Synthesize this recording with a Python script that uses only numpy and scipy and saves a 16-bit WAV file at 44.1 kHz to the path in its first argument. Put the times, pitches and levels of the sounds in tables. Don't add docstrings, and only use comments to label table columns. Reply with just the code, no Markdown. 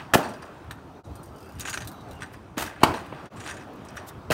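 import sys
import numpy as np
from scipy import signal
from scipy.fft import rfft, irfft
from scipy.io import wavfile
from scipy.ndimage import uniform_filter1d

SR = 44100
rng = np.random.default_rng(int(sys.argv[2]) if len(sys.argv) > 2 else 0)


def put_to_file(sound):
    columns = np.atleast_2d(sound).T
    safe = np.clip(columns, -1, 1)
    whole_steps = np.round(safe * 32767)
    wavfile.write(sys.argv[1], SR, whole_steps.astype(np.int16))


def boost(x):
    u = np.asarray(x, float) / 20
    return 10 ** u


N = 191142

# (time [s], level [dB])
TRAFFIC_SWELL = [(0, 1.5), (.5, 1.5), (.85, -1.5), (1.15, 1), (1.6, -1.5), (2.1, 3), (2.5, -4), (2.8, -7),
                 (3.2, 3), (3.6, 3), (4.33, 1)]
# (frequency [Hz], density [dB per Hz])
RUMBLE_SPECTRUM = [(15, -34), (25, -13), (80, 3), (175, -4.5), (217, -5), (293, -4.5), (503, -12),
                   (659, -9.5), (1370, -16), (1890, -29.5), (2550, -30.5), (5430, -39.5), (8140, -46.5),
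                   (11000, -50), (16000, -49.5)]
WIND_DB, LOW_DB, MID_DB = -49, -48.5, -48.5
WIND_FOLLOWS, LOW_FOLLOWS = 0.16, 0.27
# (time [s], level [dB])
GUSTS = [(.72, -41), (.94, -50), (1.1, -40), (1.4, -49), (1.58, -43.5), (1.7, -57), (1.81, -37.5),
         (2.15, -41.5), (2.4, -51), (2.63, -45.5), (2.84, -39)]
GUST_S = 0.054
# (time [s], low level [dB], mid level [dB], t60 [s])
ROARS = [
    (0, -42, -37, 0.19),
    (.16, -32, -28, 0.66),
    (2.6, -63, -42, 1),
    (2.844, -36, -24, .6),
]
ROAR_RISE_S = 0.042

# (delay [s], level [dB])
WALL_ECHOES = [
    (0.111, -30.5),
    (.14, -35),
    (0.291, -33.5),
]
# (frequency [Hz], t60 [s])
COURT_T60 = [(100, 0.86), (300, 0.35), (1000, 0.3), (2500, 0.2), (6000, 0.26), (14000, 0.1)]
# (frequency [Hz], level [dB])
COURT_COLOUR = [(60, -37), (250, -6.5), (900, -5), (2000, -4), (5000, -8), (15000, -3.5)]

# (time [s], length [s], level [dB], low edge [Hz])
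SCUFFS = [(0.639, 0.0095, -66, 10000), (.748, .012, -67, 11000), (3.732, .008, -59, 9000),
          (3.903, 0.0069, -58, 6500), (3.945, 0.035, -54, 5500), (4.054, 0.049, -46, 3150),
          (2.316, 0.034, -56.5, 4500), (3.0, .012, -60, 8000), (3.052, .022, -59, 7000)]
# (time [s], length [s], frequency [Hz], level [dB])
SQUEAKS = [(1.154, 0.075, 4240, -67), (1.342, 0.057, 2970, -64.5), (1.388, 0.15, 2644, -63.5),
           (1.395, 0.083, 3210, -66.5), (1.477, 0.18, 2870, -63), (1.415, 0.087, 4800, -68),
           (1.898, 0.18, 3900, -66.5), (1.924, 0.14, 6050, -72), (2.07, 0.089, 4040, -69),
           (2.101, 0.13, 2810, -65), (2.31, 0.076, 4900, -69)]

# (time [s], level [dB])
DECK_ROLL = [(0, -27.5), (.08, -43.5), (.3, -40.5), (.87, -48.5), (1.1, -78.5), (1.5, -59), (1.63, -32),
             (1.9, -93), (2.2, -41.5), (2.6, -52), (2.67, -34), (2.9, -37.5), (3.2, -35), (3.4, -50.5),
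             (3.53, -40), (3.67, -50), (3.98, -37), (4.33, -61)]
# (frequency [Hz], width [Hz], level [dB])
DECK_MODES = [(1197, 29, -7), (1538, 143, -0.9), (1770, 280, -1), (2566, 81, -9), (3020, 20, -33)]
# (frequency [Hz], width [Hz], level [dB])
CLAMP_MODES = [(3900, 200, -1), (4800, 59, 9.5), (5820, 160, 13.5), (6750, 270, 10.5), (7900, 190, -10),
               (8370, 100, 12), (9030, 190, 12.5)]
# (frequency [Hz], width [Hz], level [dB])
FIZZ_MODES = [(11000, 140, -4.5), (12300, 250, 2.5), (14400, 590, 0)]
# (start [s], clamp level [dB], fizz level [dB])
LOOSE_PARTS = [(0, -64, -72), (1.03, -57, -61), (1.65, -57, -56), (1.98, -62, -70), (2.4, -63, -75),
               (3.1, -78, -95), (3.3, -85, -82)]
CLAMP_UNDER_DECK_DB = -22.5
# (time [s], level [dB], loudest ring [Hz], rattle length [s])
KNOCKS = [(0.228, -32.5, 4420, 0.046), (0.709, -28, 3800, 0.007), (1.652, -28, 6830, 0.044),
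          (1.675, -27.5, 6550, 0.0092), (1.6814, -30.5, 6640, .015), (1.729, -24.5, 6900, 0.015),
          (1.7403, -23, 4000, 0.0058), (1.7737, -23, 5950, 0.0098), (1.8044, -29.5, 6340, 0.014),
          (1.82, -34, 3900, .012), (2.206, -38.5, 8300, 0.015), (2.2206, -29, 3270, 0.0077),
          (2.2292, -31, 4030, 0.0073), (2.336, -44, 5040, 0.012), (2.6624, -31.5, 5800, 0.016),
          (2.94, -28.5, 3970, 0.019), (2.968, -38, 4070, 0.02), (2.99, -44, 3470, .0084),
          (3.256, -39, 5870, 0.01), (3.369, -40.5, 7900, .029), (3.399, -36.5, 7000, 0.033),
          (3.438, -38, 7600, 0.048), (3.461, -31.5, 4240, 0.019), (3.475, -32, 6580, 0.013),
          (3.4887, -34.5, 6600, 0.019), (3.51, -31, 6500, 0.011), (3.5674, -35, 6900, 0.012),
          (3.596, -48, 5780, .02), (3.609, -45, 4970, 0.017), (3.967, -33.5, 5730, 0.019)]
KNOCK_CLAMP_DB, KNOCK_FIZZ_DB = -1, -28
# (time [s], level [dB], loudest ring [Hz], fizz relative to tick [dB])
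TICKS = [(.2876, -35.5, 8400, -21), (.336, -36, 4940, -27), (0.4227, -36.5, 4850, -21),
         (.453, -46, 3650, -24), (1.042, -40.5, 3960, -37.5), (1.1543, -38.5, 9130, -14),
         (1.232, -39, 9100, -12), (1.257, -46, 9000, -10), (1.277, -59, 4270, -19), (1.586, -41, 4800, -19),
         (1.5962, -22.5, 3730, -10.5), (1.607, -21.5, 6750, -23), (1.696, -19.5, 6840, -17),
         (1.75, -28, 6400, -23), (1.846, -37, 3920, -15), (1.873, -27.5, 3940, -13),
         (1.882, -37, 4000, -32), (1.915, -39, 4180, -10), (2.008, -44, 3900, -19),
         (2.11, -37.5, 3900, -17), (2.2594, -48, 4480, -18), (3.36, -43, 7200, -18),
         (3.403, -39, 4100, -32), (3.4984, -29.5, 3520, -34), (3.541, -39, 6800, -25),
         (3.755, -59, 3630, 0), (3.849, -40.5, 8150, -15), (3.885, -37.5, 5360, -32),
         (0.711, -44, 9350, -4), (4.088, -34.5, 3630, -14)]
TICK_DECK_DB, TICK_S = -14.5, 0.0099
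# (start [s], gap [s], level [dB], ring [Hz])
SHAKES = [
    (1.36, .0225, -49, 5000),
    (1.459, .031, -45, 4860),
    (2.086, .022, -50, 8300),
]
SHAKE_GROW_DB = [2, -1.5, -0.5]

# (time [s], level [dB], start [Hz], end [Hz], length
THUMPS = [(0.258, -31, 905, 350, 2.5), (0.138, -1.5, 1320, 850, 1.19), (0.1519, -5, 1310, 357, 3.07),
          (0.1547, -4, 348, 157, 1.26), (2.572, -21, 330, 240, 3.05), (2.819, -25, 1310, 350, 3.2),
          (2.8337, 0.5, 1462, 480, 3.465), (2.834, -2.5, 462, 184, 1.34), (3.1244, -29, 796, 350, 2.35),
          (4.3034, -13.5, 590, 327, 1.8), (4.311, -18, 192, 109, 1.14), (4.3174, -13.5, 1760, 1450, 3.3)]
# (time [s], level [dB], hold [s], t60 [s], tilt [dB per octave])
CRUNCH = [(0.1356, -15.5, 0.016, 0.03, -6), (0.153, -37, 0.019, 0.16, 4), (2.5683, -34, 0.017, 0.039, -8.5),
          (2.579, -21, 0.0038, 0.025, -6), (2.585, -31.5, 0.04, 0.22, -5), (2.805, -47, 0.026, .03, -7.5),
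          (2.815, -33.5, 0.0045, 0.042, -9.5), (2.832, -5, 0.0034, 0.028, -7.5),
          (2.836, -13.5, 0.0018, 0.053, -8), (4.3018, -30, 0.0045, 0.015, -7),
          (4.3079, -22.5, 0.005, 0.023, -7), (4.3162, -18, 0.0018, 0.09, -5.5)]
# (frequency [Hz], width [Hz], level [dB])
SLAM_MODES = [(924, 24, -7), (1450, 2100, 0.5), (3100, 330, -7), (4420, 1400, -9), (9600, 400, -18)]

# (time [s], fade out [s], fade in [s])
SCENE_CHANGES = [
    (1.031, 0.048, 0.031),
    (3.297, 0.048, 0.037),
]
# (frequency [Hz], level [dB])
TONE_RESPONSE = [(20, -34), (45, -9.5), (80, -2.16), (15750, 0.83), (16050, -24), (16500, -40)]


def evened(x):
    return x / np.sqrt(np.mean(x ** 2) + 1e-20)


def read(points, hz):
    f, value = np.transpose(points)
    return np.interp(np.log(hz + 1), np.log(f + 1), value)


def curve(rows, index):
    rows = np.array(rows)
    return np.interp(np.arange(N) / SR, rows[:, 0], rows[:, index])


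def add(mix, s, sound):
    part = mix[round(s * SR):][:len(sound)]
    part += sound[:len(part)]


def band(x, lo_hz, hi_hz):
    sos = signal.butter(3, [lo_hz, min(hi_hz, SR / 2.1)], "band", fs=SR, output="sos")
    return signal.sosfilt(sos, x)


def ring(hz, width_hz):
    t = np.arange(2500) / SR
    x = np.exp(-np.pi * width_hz * t) * np.sin(2 * np.pi * hz * t)
    return x / np.linalg.norm(x)


def lumps(size, length_s, depth_db):
    width = int(length_s * SR)
    smooth = uniform_filter1d(uniform_filter1d(rng.standard_normal(size), width), width)
    return boost(depth_db * evened(smooth))


def chatter(per_s, spread_db):
    sizes = boost(spread_db * np.minimum(rng.exponential(1, N), 2.2))
    ticks = rng.standard_normal(N) * sizes * (rng.random(N) < per_s / SR)
    return evened(evened(ticks) + 0.31 * rng.standard_normal(N))


def town():
    frames, hz = N // 256 + 5, np.fft.rfftfreq(1024, 1 / SR)
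    real, imag, patches = rng.standard_normal((frames, 513, 3)).T
    patches = evened(uniform_filter1d(uniform_filter1d(patches, 8, 0), 10, 1))
    spectrum = (real + 1j * imag) * boost(read(RUMBLE_SPECTRUM, hz)[:, None] + 2.2 * patches)
    rumble = signal.istft(spectrum, nperseg=1024, noverlap=768)[1][:N]
    below_130, below_400 = (signal.sosfiltfilt(signal.butter(2, edge_hz, fs=SR, output="sos"), rumble)
                            for edge_hz in (130, 400))
    t, swell_db = np.arange(N) / SR, curve(TRAFFIC_SWELL, index=1)
    wind = boost(WIND_DB + WIND_FOLLOWS * swell_db)
    for s, db in GUSTS:
        wind = wind + boost(db) * np.exp(-((t - s) / GUST_S) ** 2)
    low, mid = boost(LOW_DB + LOW_FOLLOWS * swell_db), boost(MID_DB + swell_db)
    for s, low_db, mid_db, t60 in ROARS:
        dying = np.clip((t - s) / ROAR_RISE_S + 0.5, 0, 1) * boost(-60 * np.maximum(t - s, 0) / t60)
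        low, mid = np.hypot(low, boost(low_db) * dying), np.hypot(mid, boost(mid_db) * dying)
    return wind * evened(below_130) + low * evened(below_400 - below_130) + mid * evened(rumble - below_400)


def court(x, wet_db=-5):
    taps, count = np.zeros(SR), (SR - 301) // 20
    places = np.arange(300, SR - 20, 20) + rng.integers(0, 20, count)
    taps[places] = rng.choice([-1., 1.], count)
    taps *= lumps(SR, 0.01, depth_db=2.5)
    hz, t, z = signal.stft(taps, SR, nperseg=256)
    tail = signal.istft(z * boost(-60 * t / read(COURT_T60, hz)[:, None]), SR, nperseg=256)[1]
    tail *= np.minimum(np.arange(len(tail)) / SR / 0.0027, 1)
    tail *= boost(wet_db) / np.linalg.norm(tail)
    slap = band(np.arange(600) == 0, 124, 2500)
    for delay, db in WALL_ECHOES:
        add(tail, delay, boost(db) * slap / np.linalg.norm(slap))
    colour = boost(read(COURT_COLOUR, np.fft.rfftfreq(len(tail), 1 / SR)))
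    tail = irfft(rfft(tail) * colour, len(tail))
    return signal.fftconvolve(x, tail)[:N]


def scuffs():
    out = np.zeros(N)
    for noise, (s, length, db, lo_hz) in zip(rng.standard_normal((len(SCUFFS), 3000)), SCUFFS):
        u = np.linspace(0, 1, int(length * SR))
        hiss = evened(band(noise, lo_hz, 18000))[:len(u)]
        add(out, s, boost(db) * hiss * np.sin(np.pi * u ** 2))
    return out


def squeaks():
    out = np.zeros(N)
    for noise, (s, length, hz, db) in zip(rng.standard_normal((len(SQUEAKS), 12000)), SQUEAKS):
        whistle = signal.oaconvolve(noise, ring(hz, 24.8))[2500:2500 + int(length * SR)]
        add(out, s, boost(db) * whistle * signal.windows.tukey(len(whistle), 0.6))
    return out


def jolts():
    rows = []
    for s, db, hz, length in KNOCKS:
        rows.append((s, db + KNOCK_CLAMP_DB, db, db + KNOCK_FIZZ_DB, hz, length))
    for s, db, hz, fizz_db in TICKS:
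        rows.append((s, db, db + TICK_DECK_DB, db + fizz_db, hz, TICK_S))
    sizes = rng.standard_normal((len(SHAKES), 4))
    for (s, gap, db, hz), grow_db, size in zip(SHAKES, SHAKE_GROW_DB, sizes):
        levels_db = db + grow_db * np.arange(len(size)) + 1.5 * size
        for k, tick_db in enumerate(levels_db):
            rows.append((s + k * gap, tick_db, tick_db + TICK_DECK_DB, tick_db - 13, hz, TICK_S))
    return rows


def metal(level, modes, shared, lo_hz, hi_hz, broad):
    rings = np.zeros(N)
    for hz, width_hz, db in modes:
        rings += boost(db) * signal.oaconvolve(level * chatter(400, 5.3), ring(hz, width_hz))[:N]
    rings /= np.linalg.norm(boost(np.array(modes)[:, 2]))
    clicks = np.sqrt(SR / 2 / (hi_hz - lo_hz)) * band(level * shared, lo_hz, hi_hz)
    return rings + broad * clicks


def rattle():
    deck, blows = boost(curve(DECK_ROLL, index=1) - 15.0), jolts()
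    stretches = np.array(LOOSE_PARTS)
    stretch = np.searchsorted(stretches[1:, 0], np.arange(N) / SR)
    _, clamp, fizz = boost(stretches[stretch].T - 18.5)
    clamp, fizz = uniform_filter1d(clamp, size=3000), uniform_filter1d(fizz, size=3000)
    clamp = clamp + boost(CLAMP_UNDER_DECK_DB) * deck
    own, grain = np.zeros(N), rng.standard_normal((len(blows), 4000))
    t = np.arange(4000) / SR
    knock = np.minimum(t / 0.0011, 1) * (1 + 1.1 * np.exp(-t / 0.00067))
    for noise, (s, clamp_db, deck_db, fizz_db, hz, length) in zip(grain, blows):
        dying = np.exp(-t / max(length, 0.001)) * knock
        add(deck, s, boost(deck_db - 8.5) * dying)
        add(clamp, s, boost(clamp_db - 18.5) * dying)
        add(fizz, s, boost(fizz_db - 7.5) * dying)
        struck = signal.oaconvolve(noise * dying, ring(hz, 300))
        add(own, s, boost(clamp_db - 14.0) * struck)
    shared = chatter(2500, 3.5)
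    for s, *_ in blows:
        add(shared, s + 0.00066, np.full(1, 10.5))
    own += metal(deck, DECK_MODES, shared, lo_hz=790, hi_hz=3270, broad=0.55)
    own += metal(clamp, CLAMP_MODES, shared, lo_hz=3600, hi_hz=10000, broad=0.84)
    own += metal(fizz, FIZZ_MODES, shared, lo_hz=9800, hi_hz=15700, broad=0.98)
    return own


def thumps():
    out = np.zeros(N)
    for s, db, start_hz, end_hz, cycles in THUMPS:
        fall = np.log(start_hz / end_hz)
        u = np.linspace(0, 1, int(SR * cycles * fall / (start_hz - end_hz)))
        turns = np.cumsum(start_hz * np.exp(-fall * u)) / SR
        add(out, s, boost(db) * np.sin(2 * np.pi * turns) * signal.windows.tukey(len(u), 0.55))
    return out


def crunches():
    out, size = np.zeros(N), (len(CRUNCH), 16384)
    noise = rng.standard_normal(size) * boost(1.6 * np.minimum(rng.exponential(1, size), 4))
    noise *= lumps(size, 0.0049, depth_db=3.0)
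    t, hz = np.arange(16384) / SR, np.fft.rfftfreq(16384, 1 / SR)
    deck = rfft(sum(boost(db) * ring(f, width_hz) for f, width_hz, db in SLAM_MODES), 16384)
    for grit, (s, db, hold, t60, tilt_db) in zip(noise, CRUNCH):
        tilt = boost(tilt_db * np.log2(hz / 1000 + 1.04)) * hz / (hz + 250)
        grit = evened(irfft(rfft(grit) * (tilt + 0.048 * deck)))
        envelope = boost(db - 60 * np.maximum(t - hold, 0) / t60) * np.minimum(t / 0.0011, 1)
        add(out, s, envelope * grit)
    return out


def scene():
    hits = thumps() + crunches()
    parts = rattle() + squeaks()
    echoes = court(hits + 0.7 * parts)
    return (hits + parts + echoes + town() + scuffs())[None]


def low_pass(x):
    return signal.sosfilt(signal.butter(12, 16540, fs=SR, output="sos"), x)


def record(dry):
    t = np.arange(N) / SR
    fade = np.ones(N)
    for s, out_s, in_s in SCENE_CHANGES:
        fade *= np.clip(np.maximum((s - t) / out_s, (t - s) / in_s), 0.01, 1)
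    limited = dry / (1 + (dry / 1.18) ** 6) ** (1 / 6)
    heard = irfft(rfft(limited) * boost(read(TONE_RESPONSE, np.fft.rfftfreq(N, 1 / SR))), N)
    return low_pass(heard * fade)


dry = scene()
out = record(dry)
put_to_file(out)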